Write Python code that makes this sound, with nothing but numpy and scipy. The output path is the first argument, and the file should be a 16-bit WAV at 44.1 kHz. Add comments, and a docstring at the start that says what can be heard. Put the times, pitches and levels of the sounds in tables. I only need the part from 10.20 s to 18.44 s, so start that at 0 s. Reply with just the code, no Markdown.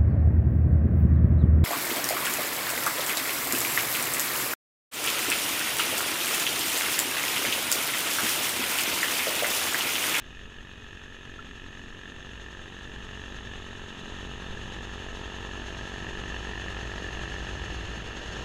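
"""A low diesel throb and roar come first, under a light breeze: a tractor nears through deep snow and passes close.
Its front blower throws a plume; spreading loss and hand-drawn levels shape the layers, and drifts slow the engine.
Each firing excites exhaust, block, piston and injector; the impeller hums and the flow of snow modulates a hiss.
At last snow thuds and patters down nearby. The microphone's closed housing resonates near 1750 Hz and
turns the knocks into a hard, pulsing whine. Levels are those before this housing."""
import sys
import numpy as np
from scipy import signal
from scipy.fft import rfft, irfft
from scipy.io import wavfile
from scipy.ndimage import map_coordinates

SR = 44100
rng = np.random.default_rng(int(sys.argv[2]) if len(sys.argv) > 2 else 0)


def transcribe(signal):
    """Save signal, clipped to [-1, 1], as a 16-bit WAV file at the path in sys.argv[1]."""
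    frames = np.atleast_2d(signal).T
    limited = np.clip(frames, -1, 1)
    pcm = np.round(limited * 32767).astype(np.int16)
    wavfile.write(sys.argv[1], SR, pcm)


N = 363384


def amp(db):
    """Decibel definition: a level becomes an amplitude ratio."""
    return 10 ** (np.asarray(db) / 20)


def unit(x):
    """Normalisation: scale to rms 1."""
    return x / np.sqrt(np.mean(x ** 2) + 1e-20)


def seconds():
    """Sampling: the time of every sample in seconds."""
    return np.arange(N) / SR


def curves(rows):
    """Linear interpolation: one value per sample for each column after the time."""
    times, *columns = np.transpose(rows)
    return [np.interp(seconds(), times, column) for column in columns]


def wobble(rate):
    """Band-limited fluctuation: a smooth random curve with rate knots a second."""
    knots = rng.standard_normal(int(N * rate / SR) + 4)
    return map_coordinates(knots, [np.arange(N) * rate / SR])


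def swell(start, length):
    """Raised-cosine window: a smooth rise from 0 to 1 and back."""
    return np.sin(np.pi * np.clip((seconds() - start) / length, 0, 1)) ** 2


def along(points):
    """Logarithmic frequency axis: (f/Hz, level/dB) points joined into a function of frequency."""
    f, db = np.transpose(points)
    return lambda hz: np.interp(np.log(hz + 1), np.log(f + 1), db)


def coloured(x, db_of_hz, size=16384):
    """Minimum phase: a causal filter of the given gain rings after a blow, never before."""
    log_gain = np.log(amp(db_of_hz(np.fft.rfftfreq(size, 1 / SR))))
    cepstrum = irfft(log_gain)
    # folding the cepstrum onto positive time makes the response causal
    cepstrum[1:size // 2] *= 2
    cepstrum[size // 2 + 1:] = 0
    response = irfft(np.exp(rfft(cepstrum)))
    return signal.fftconvolve(x, response)[:N]


def noise(spectrum, gate=1):
    """Source and filter: noise gated at its source, then coloured and scaled to rms 1."""
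    return unit(coloured(gate * rng.standard_normal(N), along(spectrum)))


def decaying_sine(t, hz, db, t60):
    """Free vibration: a damped mode loses 60 dB in t60 seconds."""
    return amp(db - 60 * t / t60) * np.sin(2 * np.pi * hz * t)


def dying(blows, t60, delay=0):
    """Exponential decay: an envelope jumps up after each blow, then dies away."""
    t = np.arange(SR // 20) / SR
    decay = (t >= delay) * amp(-60 * np.abs(t - delay) / t60)
    return signal.fftconvolve(blows, decay)[:N]


def strikes(per_s, scatter_db):
    """Random arrivals: impulses at chance times, mostly small and a few large."""
    arrivals = rng.random(N) < per_s / SR
    return arrivals * amp(scatter_db * np.minimum(rng.exponential(size=N), 3))


# spectrum of the breeze at the microphone: f/Hz, level/dB (relative, per Hz)
BREEZE_SPECTRUM = [(5, -3.5), (15, -2), (30, -4), (55, -15.5), (130, -16.5), (400, -60), (2000, -83)]
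# gusts: start t/s, length t/s, added level/dB
BREEZE_GUSTS = [(3.95, 0.7, 8), (5.75, 0.45, 6), (6.7, 0.42, 8.5)]
BREEZE_DB = -50


def wind():
    """Flow noise: a light breeze brushes the microphone, with a few gusts."""
    gusts_db = sum(db * swell(start, length) for start, length, db in BREEZE_GUSTS)
    return amp(BREEZE_DB + gusts_db + 1.1 * wobble(9.0)) * noise(BREEZE_SPECTRUM)


# patter of snow clods on the ground: f/Hz, level/dB (relative, per Hz)
CLOD_SPECTRUM = [(80, -12), (200, -2), (450, -2), (700, -5), (1100, -16), (1500, -3.5), (2000, -18),
                 (3500, -13), (7000, -26), (12000, -69)]
CLODS = (7.44, 1.75, -46.5)  # start t/s, length t/s, level/dB
CLODS_PER_S, CLOD_T60_S, CLOD_SCATTER_DB = 300, 0.028, 1.8


def clods():
    """Random impacts: lumps of snow hit the ground, each a short dull puff."""
    start, length, db = CLODS
    puffs = dying(strikes(CLODS_PER_S, CLOD_SCATTER_DB), CLOD_T60_S)
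    return amp(db) * swell(start, length) * noise(CLOD_SPECTRUM, puffs)


# thudding of the landing plume: f/Hz, level/dB (relative, per Hz)
THUD_SPECTRUM = [(30, -32), (55, -1), (85, 3), (125, -3.5), (200, -14), (500, -38), (2000, -92)]
# heaviest lumps: t/s, f/Hz, level/dB (before onset and decay)
HEAVY_LUMPS = [(6.906, 50, -33), (7.410, 75, -25), (7.562, 62, -27), (7.646, 70, -24), (7.772, 150, -27),
               (7.842, 90, -33)]
LANDING = (6.57, 1.3, -45.5)  # start t/s, length t/s, level/dB
LUMP_CYCLES = 1  # decay constant in cycles


def landing():
    """Impact on a soft ground: the plume rumbles down close by; the heaviest lumps thud as damped sines."""
    start, length, db = LANDING
    out = np.sqrt(swell(start, length)) * amp(db + 1.1 * wobble(32)) * noise(THUD_SPECTRUM)
    for onset_s, hz, lump_db in HEAVY_LUMPS:
        cycles = np.maximum(seconds() - onset_s, 0) * hz
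        envelope = (1 - np.exp(-cycles / 0.34)) * np.exp(-cycles / LUMP_CYCLES)
        out = out + amp(lump_db) * envelope * np.sin(2 * np.pi * cycles)
    return out


# straight drive past the listener: closest distance, its moment and the speed
CLOSEST_M, CLOSEST_S, DRIVE_M_PER_S = 6.22, 7.35, 1.89


def closeness():
    """Pass-by geometry: closest distance over present distance, 1 at the closest point."""
    travelled_m = DRIVE_M_PER_S * (seconds() - CLOSEST_S)
    return CLOSEST_M / np.hypot(CLOSEST_M, travelled_m)


def nearness_db():
    """Spherical spreading: level relative to the closest point."""
    return 20 * np.log10(closeness())


def facing(table, lateness):
    """Directivity: head-on and side-on spectra with their shares; the side takes over as the tractor draws level."""
    side = np.clip(closeness() ** lateness, 0, 1)
    rows = np.asarray(table)
    return [(rows[:, [0, 1]], 1 - side), (rows[:, [0, 2]], side)]


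# drifts the auger bites into: start t/s, length t/s, sag in firings/s
SNOW_DRIFTS = [(-0.73, 3.13, 0.71), (1.24, 0.76, 1.25), (1.88, 1.18, 1.07), (3.17, 0.92, 1.37),
               (3.49, 2.06, 0.5), (5.21, 0.8, 0.26), (7.6, 0.7, 1.0)]


def sag():
    """Load on the engine: its speed sinks smoothly in each drift and recovers; overlapping drifts add."""
    return sum(depth * swell(start, length) for start, length, depth in SNOW_DRIFTS)


# the chute swings round and its mouth faces the listener for a while: start t/s, length t/s
SWING = (1.45, 5.1)


def level(law, load):
    """Level law: distance, load and aim of the chute add in decibels.

    Law: level/dB when closest and running free, dB per dB of nearness,
    dB per firing/s of sag, dB more with the chute facing the listener."""
    closest_db, per_nearness, per_sag, facing_db = law
    return closest_db + per_nearness * nearness_db() + per_sag * load + facing_db * swell(*SWING)


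# steel struck by a stone: f/Hz, level/dB (before the onset), t60 t/s
CLINK_MODES = [(900, -41, 0.035), (1290, -44, 0.05), (1370, -25.5, 0.03)]
CLINK_S = 1.190


def clink():
    """Modal ringing: a stone in the blower strikes the steel and rings it briefly."""
    t = np.maximum(seconds() - CLINK_S, 0)
    onset = 1 - np.exp(-t / .004)
    return onset * sum(decaying_sine(t, hz, db, t60) for hz, db, t60 in CLINK_MODES)


SLUGS = (1, 1, 0.24)  # dB once a turn, dB twice a turn, growth per firing/s of sag
SURGE_DB, CYLINDERS = 0.86, 4  # swing with each engine cycle, of one firing per cylinder


def feed(turns, cycle, load):
    """Periodic flow in dB: a strong and a weak slug each impeller turn, deeper under load, plus an engine surge."""
    once_db, twice_db, per_sag = SLUGS
    slugs = once_db * np.cos(2 * np.pi * turns) + twice_db * np.cos(4 * np.pi * turns)
    surge = np.cos(2 * np.pi * (cycle + .5) / CYLINDERS)
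    return (1 + per_sag * load) * slugs + SURGE_DB * surge + 0.68 * wobble(30)


# hiss of snow in the chute: f/Hz, level/dB (relative, per Hz)
SNOW_SPECTRUM = [(1000, -11), (3000, 3), (4300, 1.5), (5200, -7), (6800, -4.5), (7600, -7), (9000, -20.5),
                 (11400, -18), (12000, -30), (13400, -48)]
# steel panels of the chute: f/Hz, level/dB (relative), t60 t/s
PANEL_MODES = [(2700, -5, 0.019), (2963, -2.5, 0.038), (3310, -2.5, 0.018), (3580, 0.5, 0.024),
               (3890, -2, 0.027)]
GRIT_PER_S, GRIT_SCATTER_DB = 160, 4.5
HISS_LEVEL = (-52.5, 1.5, -0.1, 0.5)
GRIT_LEVEL = (-57.5, 0.9, -1.5, 4.5)


def chute(load, feed_db):
    """Friction and modal ringing: snow hisses along the steel slug by slug, and icy grit rings the panels."""
    hiss = amp(level(HISS_LEVEL, load)) * noise(SNOW_SPECTRUM, amp(feed_db))
    t = np.arange(SR // 20) / SR
    grit = 0
    for hz, db, t60 in PANEL_MODES:
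        hits = strikes(GRIT_PER_S, GRIT_SCATTER_DB) * amp(feed_db)
        grit = grit + signal.fftconvolve(hits, decaying_sine(t, hz, db, t60))[:N]
    return hiss + amp(level(GRIT_LEVEL, load)) * unit(grit)


# resonances of the blower's body: start t/s, length t/s, level/dB, f/Hz, half-width f/Hz
BODY_GROANS = [(-1.45, 4.3, -62, 2530, 120), (0.4, 2.4, -57, 267, 40), (4.0, 0.78, -51, 182, 50)]


def groans():
    """Friction-driven resonance: packed snow rubs the blower's body and excites narrow bands of noise."""
    out = 0
    for start, length, db, hz, width_hz in BODY_GROANS:
        band = [(hz / 2, -50), (hz - width_hz, -15), (hz, 0), (hz + width_hz, -15),
                (hz * 2, -60), (SR / 2, -100)]
        out = out + amp(db) * swell(start, length) * noise(band)
    return out


# level of the impeller's hum: t/s, level/dB
HUM_LEVEL = [(0, -54), (0.27, -48), (0.72, -57), (1.3, -50.5), (1.7, -60), (2.15, -47), (2.32, -47.5),
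             (2.5, -56), (2.7, -46.5), (3.3, -44.5), (3.62, -55), (4.15, -43), (4.33, -49), (4.6, -43.5),
             (5.0, -45.5), (5.35, -42.5), (5.7, -44), (6.3, -39.5), (6.85, -41.5), (7.5, -38.5), (7.8, -41),
             (8.02, -48.5), (8.24, -39.5)]
# overtones of the hum: multiple of the shaft rate, level/dB (relative)
HUM_ORDERS = [(6, -1), (12, -12.5), (18, -19), (20, -19.5)]
# blower casing: f/Hz, level/dB (relative, per Hz)
CASING_SPECTRUM = [(25, -12), (50, -2), (80, 0.5), (120, -3), (190, -7.5), (400, -41), (2000, -92)]
# snow in the auger: f/Hz, level/dB (relative, per Hz)
AUGER_SPECTRUM = [(80, -21), (170, 0.5), (260, -1), (430, -2), (620, -9.5), (1300, -41.5), (6000, -69)]
SHUDDER_LEVEL = (-56, 0.5, 0, 7)
RUMBLE_LEVEL = (-47.5, 1, -0.1, 0.5)
CHURN_LEVEL = (-47.5, 1.3, 0, -0.5)
# heavy snow packs the auger, which churns harder: start t/s, length t/s, added level/dB
PACKING = (4.1, 0.57, 1.3)


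def blower(turns, load):
    """Shaft orders: the impeller hums from six times a turn up, the frame shudders at three; auger and casing rumble."""
    hum_db, = curves(HUM_LEVEL)
    phase_drift = 0.2 * wobble(3.2)
    hum = 0
    for order, db in HUM_ORDERS:
        phase = 2 * np.pi * round(order) * turns + phase_drift + rng.uniform(0, 2 * np.pi)
        hum = hum + amp(db + 0.85 * wobble(5.5)) * np.sin(phase)
    third_order = unit(np.sin(2 * np.pi * 3 * turns))
    shudder = amp(level(SHUDDER_LEVEL, load) + 1.8 * wobble(4.03)) * third_order
    start, length, packing_db = PACKING
    packed_db = packing_db * swell(start, length)
    rumble_db = level(RUMBLE_LEVEL, load) + packed_db + 1.2 * wobble(6.4)
    churn_db = level(CHURN_LEVEL, load) + packed_db + 0.91 * wobble(22)
    rumble = amp(rumble_db) * noise(CASING_SPECTRUM)
    churn = amp(churn_db) * noise(AUGER_SPECTRUM)
    return amp(hum_db) * unit(hum) + shudder + rumble + churn + groans()


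def firings(cycle, jitter_s, scatter_db):
    """Jittered pulse train: one impulse per firing; a positive scatter weakens some, a negative one strengthens."""
    beats = np.arange(1, int(cycle[-1]) + 1)
    chance = rng.standard_normal((len(beats), 3))
    at = np.interp(beats, cycle, np.arange(N)) + jitter_s * SR * chance[:, 0]
    strength = amp(-scatter_db * np.hypot(chance[:, 1], chance[:, 2]) ** 2 / 2)
    samples = np.clip(np.round(at), 0, N - 1).astype(int)
    return np.bincount(samples, strength, N)


# modes of the engine block: f/Hz, level/dB (relative), t60 t/s
BLOCK_MODES = [(1270, -11, 0.011), (1777, 4, 0.016), (2656, 3.5, 0.0081)]
BLOCK_DETUNE = 0.016  # standard deviation as a share of the pitch, from blow to blow


def block_ring(blows):
    """Modal ringing: the block rings after each ignition, never at quite the same pitch."""
    t = np.arange(SR // 40) / SR
    at = np.flatnonzero(blows)
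    detune = 1 + BLOCK_DETUNE * rng.standard_normal((len(at), len(BLOCK_MODES)))
    rings = sum(decaying_sine(t, hz * detune[:, [k]], db, t60)
                for k, (hz, db, t60) in enumerate(BLOCK_MODES))
    onset = 1 - np.exp(-t / 0.00028)
    rings = rings * onset * blows[at, None]
    samples = at[:, None] + np.arange(len(t))
    # overlapping rings add
    return unit(np.bincount(samples.ravel(), rings.ravel(), N)[:N])


# one exhaust puff through the muffler: f/Hz, head-on level/dB, side-on level/dB (relative)
EXHAUST_SPECTRA = [(20, -14, -30), (47.3, -12, 6.5), (92.7, 5.5, 4.5), (131, -5, -18), (186, -1.5, -2.5),
                   (237, 5, -3.5), (276, -1.5, -8), (324, -2, 1.5), (420.3, 1.5, 1), (484, -9.5, -8.5),
                   (518, -5.5, -8), (595, -18, -9.5), (655, -6, -10), (710, -15, -12), (795, -5, -3.5),
                   (850, -5.5, -13), (895, -3.5, -7), (982, -6, -7), (1190, -11.5, -26.5),
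                   (8000, -100, -68)]
EXHAUST_LEVEL = (-42, 1.52, 0.1, 1.5)
# the plume comes between engine and listener and lowers the exhaust: start t/s, length t/s, change/dB
SCREEN = (7.3, 1.08, -4.5)


def exhaust(cycle, load):
    """Pulse and resonator: each firing puffs through the muffler, coloured by the angle of view."""
    puffs = firings(cycle, jitter_s=.00004, scatter_db=-0.2)
    start, length, screen_db = SCREEN
    exhaust_db = level(EXHAUST_LEVEL, load) + screen_db * swell(start, length)
    thumps = sum(share * unit(coloured(puffs, along(spectrum)))
                 for spectrum, share in facing(EXHAUST_SPECTRA, lateness=5.7))
    return amp(exhaust_db) * thumps


# fan and gears: f/Hz, head-on level/dB, side-on level/dB (relative, per Hz)
ROAR_SPECTRA = [(200, -14, -32), (613, 1.5, 2), (940, 3, 0.5), (2090, -4.5, -1), (2870, -1.5, 0.5),
                (3820, -2.5, -8), (4350, -36, -7.5), (7200, -21.5, -34), (13200, -48.5, -86.5)]
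ROAR_LEVEL = (-46, 1.06, -0.47, 1.0)


def roar(load, feed_db):
    """Broadband machinery noise: fan and gears, the gears roaring harder under each slug of snow."""
    roar_db = level(ROAR_LEVEL, load) + 0.4 * feed_db + 0.5 * wobble(28)
    # square roots share out power between independent noises
    return amp(roar_db) * sum(np.sqrt(share) * noise(spectrum)
                              for spectrum, share in facing(ROAR_SPECTRA, lateness=4.9))


# diesel knock: t/s, level/dB
KNOCK_LEVEL = [(0, -62.5), (1.0, -60), (1.9, -58), (2.7, -58.5), (3.2, -56), (3.75, -60.5), (4.3, -58.5),
               (5.0, -57), (5.9, -52.5), (6.65, -51), (7.3, -52.5), (7.75, -57), (8.24, -62)]
# injectors, heard best through the grille: f/Hz, level/dB (relative, per Hz)
CLATTER_SPECTRUM = [(1000, -31), (2100, -13), (2550, 1), (3000, -1.5), (3650, 1.5), (4100, -13),
                    (6500, -19.5), (12000, -55)]
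CLATTER_T60_S, CLATTER_LEVEL = 0.033, (-59.5, 0.17, -3.5, 1.5)
# the piston slaps just after ignition: delay t/s, t60 t/s, level/dB relative to the knock
SLAP = (0.00097, 0.0091, -5)
RATTLE_T60_S, RATTLE_DB = 0.053, -2.5  # level relative to the knock


def engine(cycle, load, feed_db):
    """Impulsive excitation: each firing puffs, knocks, slaps a piston, clacks an injector and leaves a rattle."""
    knock_db, = curves(KNOCK_LEVEL)
    blows = firings(cycle, jitter_s=0.00009, scatter_db=1.3)
    knock = amp(knock_db) * block_ring(blows)
    delay, slap_t60, slap_db = SLAP
    slap_spectrum = [(200, -15), (600, 5.5), (1200, 5), (1800, -7.5), (3200, -2), (4500, -10), (7000, -37)]
    slap = amp(knock_db + slap_db) * noise(slap_spectrum, dying(blows, slap_t60, delay))
    rattle_spectrum = [(150, -9.0), (400, 1), (1000, -1.5), (1800, 5), (3200, -4.5), (6000, -28), (12000, -72)]
    rattle = amp(knock_db + RATTLE_DB) * noise(rattle_spectrum, dying(blows, RATTLE_T60_S))
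    clatter = amp(level(CLATTER_LEVEL, load)) * noise(CLATTER_SPECTRUM, dying(blows, CLATTER_T60_S))
    return exhaust(cycle, load) + knock + slap + rattle + clatter + roar(load, feed_db)


GRAZING = (0.91, 0.83)  # mid-range gain: dB when closest, dB per dB of nearness


def over_snow(x, centre_hz, octaves):
    """Ground interference: the wave grazing soft snow weakens the middle range, less so as the tractor nears."""
    hz = np.fft.rfftfreq(2 * N, 1 / SR)
    bell = np.exp(-(np.log2((hz + 1) / centre_hz) / octaves) ** 2)
    middle = irfft(rfft(x, 2 * N) * bell)[:N]
    closest_db, per_nearness = GRAZING
    return x + (amp(closest_db + per_nearness * nearness_db()) - 1) * middle


GOVERNED_HZ = 47.1  # firings a second without load
FIRINGS_PER_TURN = 4.895  # gearing of the impeller


def scene():
    """Superposition: engine and blower turn together through the drive shaft; snow and wind add near the listener."""
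    load = sag()
    cycle = np.cumsum(GOVERNED_HZ - load) / SR + .06  # firings so far
    turns = cycle / FIRINGS_PER_TURN
    feed_db = feed(turns, cycle, load)
    tractor = clink() + chute(load, feed_db) + blower(turns, load) + engine(cycle, load, feed_db)
    ground = over_snow(tractor, centre_hz=820, octaves=0.65)
    return (wind() + clods() + landing() + ground)[None]


# peaks and notches of the microphone's housing: f/Hz, width f/Hz, level/dB
HOUSING_MODES = [(1295, 53, 6), (1475, 16, -13), (1730, 146, 9.5), (2110, 35, -5.5), (2312, 45, -6.5),
                 (2567, 25, -4), (3050, 52, -0.5), (2813, 240, 5.5), (3416, 130, 3), (3740, 27, -5.5),
                 (4670, 50, 4.5), (4765, 157, -5), (5060, 60, 3.5), (5430, 55, 8), (5914, 94, -11.5),
                 (6360, 417, 10), (7080, 140, 1.5), (7500, 77, -8), (8530, 110, -1.5), (8720, 80, 5.5),
                 (9770, 160, -8.5), (10340, 450, 2.5)]
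TOP_HZ = 13450  # band limit


def record(dry):
    """Linear filtering: the housing colours everything; the microphone adds faint hiss and limits the band."""
    def housing(hz):
        return sum(db * np.exp(-.5 * ((hz - centre) / width) ** 2) for centre, width, db in HOUSING_MODES)

    inside = coloured(dry[0], housing) + amp(-77.5) * rng.standard_normal(N)
    # a mirrored copy avoids a jump at the ends
    mirrored = np.concatenate([inside, inside[::-1]])
    passed = np.fft.rfftfreq(2 * N, 1 / SR) < TOP_HZ
    return irfft(rfft(mirrored) * passed)[None, :N]


dry = scene()
out = record(dry)
transcribe(out)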